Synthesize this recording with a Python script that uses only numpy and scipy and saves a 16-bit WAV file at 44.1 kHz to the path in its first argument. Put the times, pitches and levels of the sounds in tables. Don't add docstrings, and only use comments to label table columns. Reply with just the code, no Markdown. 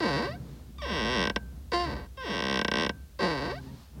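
import sys
import numpy as np
from scipy import signal
from scipy.fft import rfft, irfft
from scipy.io import wavfile
from scipy.ndimage import uniform_filter1d

SR = 44100
rng = np.random.default_rng(int(sys.argv[2]) if len(sys.argv) > 2 else 0)


def unload_wav(signal):
    wavfile.write(
        sys.argv[1],
        SR,
        np.round(np.clip(np.atleast_2d(signal).T, -1, 1) * 32767).astype(np.int16),
    )


N = 176400
TIME_S = np.arange(N) / SR

# freq_hz, level_db
HISS_SPECTRUM = [(100, -23), (500, 6), (1000, -1.5), (2000, -2.5), (4000, -1.5), (8000, -5.5),
                 (16000, -5.5)]
CUSHION_SPECTRUM = [(30, -15), (100, -8), (140, 2), (240, -3.5), (350, -13), (600, -21), (1500, -31),
                    (5000, -51)]
CLOTH_SPECTRUM = [(300, -8), (900, 8.5), (2500, -2.5), (4300, 4), (6500, -5), (12000, -24)]
# time_s, level_db
DRONE_ENVELOPE = [(0.0, -52), (0.11, -44), (0.74, -47.5), (0.8, -39), (1.57, -41.5), (1.69, -44),
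                  (1.93, -37), (2.18, -48), (3.04, -43.5), (3.07, -50.5), (3.42, -43), (3.87, -52.5),
                  (4.0, -44)]
CUSHION_ENVELOPE = [(0, -40.5), (.5, -46.5), (.75, -52.5), (1.1, -44.5), (1.6, -51.5), (1.7, -57.5),
                    (2.0, -47.5), (2.1, -57.5), (2.95, -49.5), (3.12, -62.5), (3.7, -47.5), (3.8, -52),
                    (3.88, -65.5), (3.98, -43.5)]
# centre_s, sigma_s, level_db
CLOTH_SLIDES = [(0.51, 0.11, -63.5), (3.635, 0.037, -60), (3.792, 0.078, -60)]
# time_s, slip_rate_hz, strength_db, unevenness (0-1)
PUSH_STROKES = [
    [(.782, 1230, -18, 0.01), (.813, 1100, -23, .01), (.818, 620, -11.5, 0.02), (.848, 540, -11.5, 0.02),
     (.872, 290, -9, .08), (.92, 187, -4, 0.05), (.99, 128, -1.5, 0), (1.035, 101, -1.5, 0.05),
     (1.1, 125, -1, 0.01), (1.14, 129, 0, 0.01), (1.18, 99, 1, .005), (1.2385, 81, 2, 0.03)],
    [(2.172, 537, -18, 0), (2.232, 510, -14.5, 0.03), (2.27, 310, -8.5, 0.08), (2.3, 190, -5.5, 0.12),
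     (2.35, 122, -2.5, 0.03), (2.362, 87, -1.5, .003), (2.399, 82, -0.5, 0.05), (2.414, 47, 1.5, 0.02),
     (2.43, 66, -0.5, 0.05), (2.51, 68, 1, 0.02), (2.5725, 64, 2, 0.01)],
    [(2.753, 61, 2, 0.02), (2.778, 74.5, 2, 0), (2.803, 82.5, 1.5, 0.03), (2.826, 82, 1.5, 0),
     (2.845, 70, 0.5, 0), (2.8637, 55, 1.5, .005)],
]
RETURN_STROKES = [
    [(.002, 394, -5, 0.039), (.012, 339.4, -7, 0.015), (.033, 311, -3, 0.014), (.042, 244.2, -4, 0.019),
     (.06, 195.4, -2, .05), (.115, 136.7, -1, .005), (.153, 137.2, -0.5, .005), (.18, 181, -2.5, 0.049),
     (.19, 218, -4, 0.074), (.215, 247, -7.5, 0.088), (.235, 343.3, -5, 0.036), (.26, 395, -8.5, .04),
     (.272, 561, -12, 0.039), (.3, 601, -13.5, 0.016), (.345, 734, -19.5, 0.011), (.365, 821, -31, .01)],
    [(1.717, 542, -2, 0.026), (1.725, 483, -9, 0.046), (1.734, 345.5, 0, .005), (1.76, 349, -2.5, 0.0051),
     (1.81, 354, -5, 0.0038), (1.845, 344.6, -7, .008), (1.868, 317, -8.5, 0.019), (1.9, 250.6, -10, 0.33),
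     (1.95, 245.2, -13.5, .2), (2.0, 258.3, -16.5, 0.21), (2.06, 282, -26, 0.29)],
    [(3.188, 550, -8, .009), (3.197, 514, -7.5, 0.052), (3.212, 245, -3.5, 0.13),
     (3.23, 191.8, -0.5, 0.068), (3.27, 175.5, -1.5, 0.052), (3.325, 152.3, -3, 0.014),
     (3.39, 123.5, -5, 0.012), (3.44, 156.6, -5, 0.035), (3.462, 171, -6, 0.06),
     (3.478, 337.8, -10.5, 0.061), (3.51, 386.3, -8.5, 0.022), (3.522, 564, -13.5, .03),
     (3.545, 608, -16, .02), (3.565, 714, -16.5, .015), (3.598, 836.3, -27, 0.011)],
    [(3.655, 843, -33, .005), (3.69, 929, -34.5, .005), (3.725, 972, -48, .005)],
]
GROAN_STROKES = [
    [(.24, 126.4, -5, .05), (.33, 123, -9, 0.12), (.5, 138.8, -11, 0.083), (.6, 158.3, -44, 0.086)],
    [(1.85, 127, -2, .2), (1.92, 124.6, -8, 0.17), (2.06, 107.6, -26, .13)],
    [(3.42, 132, -21, 0.033), (3.5, 132.7, -8.5, 0.014), (3.62, 131, -8, 0.012), (3.68, 132, -8.5, 0.012),
     (3.745, 137.6, -11, .015)],
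]
# time_s, strength_db
LOAD_TICKS = [(1.2531, 1), (1.272, 2), (1.2979, 1.5), (1.3607, 3.5), (2.5912, 2.5), (2.614, 2.5),
              (2.6471, 3.5), (2.6814, 2.5), (2.715, 3), (2.7379, 2.5), (2.8934, 1)]
# freq_hz, width_hz, push_db, return_db
FRAME_MODES = [(133, 52, -19.5, -14), (207.3, 58, -11, -15), (267, 107, -18.5, -15), (330, 191, -17, -19),
               (459.8, 71, -14.5, -14), (556.8, 80, -15.5, -15), (695.7, 57.5, -20, -17.5),
               (859, 93, -21.5, -19.5), (945, 44, -18.5, -15.5), (1055, 137, -15, -15.5),
               (1135, 265, -27.5, -26), (1285, 320, -27.5, -26.5), (1719, 100, -37, -31.5),
               (1905, 165, -17, -18.5), (2030, 250, -37.5, -46), (2243, 100, -21.5, -22.5),
               (2612, 156, -31.5, -29.5), (2821, 113, -24, -27.5), (3056, 257, -27, -26.5),
               (3548, 110, -26.5, -31.5), (3800, 370, -36.5, -33), (4025, 160, -27.5, -26),
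               (4580, 337, -32.5, -26), (5010, 270, -30.5, -40), (5280, 104, -28, -30.5),
               (5500, 293, -25, -38), (6135, 184, -37.5, -37.5), (7160, 960, -49.5, -48.5),
               (8150, 370, -45, -52.5), (8850, 250, -46.5, -44.5), (10200, 2200, -60.5, -57)]
# freq_hz, width_hz
FRAME_NOTCHES = [(2440, 92), (3010, 60), (4270, 155), (5120, 68), (5830, 110)]
# freq_hz, width_hz, gain_db
SPRING_MODES = [(1556, 5, -13), (1626, 12, -27)]
# time_s, gain_db
BASS_ENVELOPE = [(0, 3.5), (.06, 4.5), (.11, -1), (.17, 0.5), (.2, 0.5), (.3, 0.5), (.88, -4), (1.0, -0.5),
                 (1.72, 0.5), (1.85, -1), (2.28, -1.5), (2.42, -1), (3.19, 2.5), (3.25, 4), (3.32, 0.5),
                 (3.4, 1)]

HISS_DB, GROAN_DB, SLIP_DB = -63, 1.5, 27
UNEVEN_SCATTER_DB, RETURN_SCATTER_DB = 4, 0.9


def from_db(db):
    return 10 ** (np.asarray(db) / 20)


def envelope(points):
    return from_db(np.interp(TIME_S, *np.transpose(points)))


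def low_pass(x, cutoff_hz):
    return signal.sosfilt(signal.butter(2, cutoff_hz, fs=SR, output="sos"), x)


def resonate(x, hz, width_hz, stages=2):
    radius = np.exp(-np.pi * width_hz / SR)
    gain = (1 - radius ** 2) / 2
    section = [gain, 0, -gain, 1, -2 * radius * np.cos(2 * np.pi * hz / SR), radius ** 2]
    return signal.sosfilt([section] * stages, x + 1e-18)


def noise(spectrum):
    hz, db = np.transpose(spectrum)
    bins_hz = np.fft.rfftfreq(N, 1 / SR)
    gain = from_db(np.interp(np.log(bins_hz + 1), np.log(hz), db))
    shaped = irfft(rfft(rng.standard_normal(N)) * gain, N)
    return shaped / np.sqrt(np.mean(shaped ** 2))


def cabin_drone():
    boom = resonate(rng.standard_normal(N + SR), hz=64.4, width_hz=16.3)[SR:]
    running_rms = np.sqrt(uniform_filter1d(boom ** 2, size=3000))
    return envelope(DRONE_ENVELOPE) * boom / running_rms


def upholstery():
    rumble = envelope(CUSHION_ENVELOPE) * noise(CUSHION_SPECTRUM)
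    slides = sum(from_db(db) * np.exp(-((TIME_S - centre_s) / sigma_s) ** 2 / 2)
                 for centre_s, sigma_s, db in CLOTH_SLIDES)
    return rumble + slides * noise(CLOTH_SPECTRUM)


def cabin_reflections(x, t60_s=0.045, delay_s=0.0062, cutoff_hz=2680, gain_db=-10.5):
    decay = from_db(-60 * np.minimum(TIME_S / t60_s, 10)) * (TIME_S > delay_s)
    tail = low_pass(rng.standard_normal(N), cutoff_hz) * decay
    tail /= np.sqrt(np.sum(tail ** 2) * SR / 2 / cutoff_hz)
    return from_db(gain_db) * signal.fftconvolve(x, tail)[:N]


def slip_pulses(times_s, strength_db, soft_hz=1340, treble_db_per_db=0.46, half_taps=5):
    position = times_s[:, None] * SR
    taps = position.astype(int) + np.arange(1 - half_taps, half_taps + 1)
    shape = np.sinc(taps - position) * np.sinc((taps - position) / half_taps)
    index = np.clip(taps, 0, N - 1).ravel()
    lows, highs = (np.bincount(index, (from_db(db + SLIP_DB)[:, None] * shape).ravel(), N)
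                   for db in (strength_db, strength_db * (1 + treble_db_per_db)))
    return highs + signal.lfilter(*signal.butter(1, soft_hz, fs=SR), lows - highs + 1e-18)


def stick_slip(stroke, base_scatter_db=0, max_slips=400):
    time_s, rate_hz, db, unevenness = np.transpose(stroke)
    reverse_s = np.arange(time_s[-1], time_s[0], -1 / SR)
    cycles = np.cumsum(np.interp(reverse_s, time_s, rate_hz)) / SR
    slips_s = np.interp(np.arange(int(cycles[-1]) + 1), cycles, reverse_s)
    time_draw, strength_draw = rng.standard_normal((max_slips, 2))[:len(slips_s)].T
    uneven = np.interp(slips_s, time_s, unevenness)
    jitter_s = time_draw * uneven / np.interp(slips_s, time_s, rate_hz)
    scatter_db = strength_draw * (base_scatter_db + UNEVEN_SCATTER_DB * uneven)
    return slip_pulses(slips_s + jitter_s, np.interp(slips_s, time_s, db) + scatter_db)


def groaning_joint():
    slips = sum(stick_slip(stroke) for stroke in GROAN_STROKES)
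    return from_db(GROAN_DB) * low_pass(slips, cutoff_hz=179)


def spring(push, back, ticks, runs, run_share=0.11):
    drive = from_db(-22) * ticks + from_db(-14.5) * push + from_db(-15) * back
    swell = resonate(drive, hz=1560, width_hz=144, stages=4)
    shake = ticks + run_share * runs
    return swell + sum(from_db(db) * resonate(shake, hz, width_hz, stages=1)
                       for hz, width_hz, db in SPRING_MODES)


def joint_crack(push, back):
    crack = resonate(from_db(-21) * push + from_db(-32.5) * back, hz=3060, width_hz=1080, stages=3)
    edge = resonate(from_db(-49.5) * push + from_db(-32.5) * back, hz=4730, width_hz=1050, stages=3)
    return edge - crack


def frame(push, back):
    return sum((-1) ** k * resonate(from_db(push_db) * push + from_db(return_db) * back, hz, width_hz)
               for k, (hz, width_hz, push_db, return_db) in enumerate(FRAME_MODES))


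def seat_creak():
    ticks = slip_pulses(*np.transpose(LOAD_TICKS))
    push_runs = sum(stick_slip(stroke) for stroke in PUSH_STROKES)
    push = push_runs + ticks
    push -= resonate(push, hz=7070, width_hz=480, stages=1)
    back = sum(stick_slip(stroke, RETURN_SCATTER_DB) for stroke in RETURN_STROKES)
    back += groaning_joint()
    creak = joint_crack(push, back) + frame(push, back) + spring(push, back, ticks, push_runs + back)
    for hz, width_hz in FRAME_NOTCHES:
        creak -= resonate(creak, hz, width_hz, stages=1)
    bass = resonate(creak, hz=245, width_hz=350, stages=1)
    return creak + (envelope(BASS_ENVELOPE) - 1) * bass


def scene():
    creak = seat_creak()
    reflections = cabin_reflections(creak)
    background = cabin_drone() + upholstery() + from_db(HISS_DB) * noise(HISS_SPECTRUM)
    return (background + reflections + creak)[None]


def record(dry, low_hz=42, high_hz=16100):
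    thin = signal.sosfilt(signal.butter(4, low_hz, "high", fs=SR, output="sos"), dry)
    return signal.sosfilt(signal.ellip(10, .1, 70, high_hz, fs=SR, output="sos"), thin)


dry = scene()
out = record(dry)
unload_wav(out)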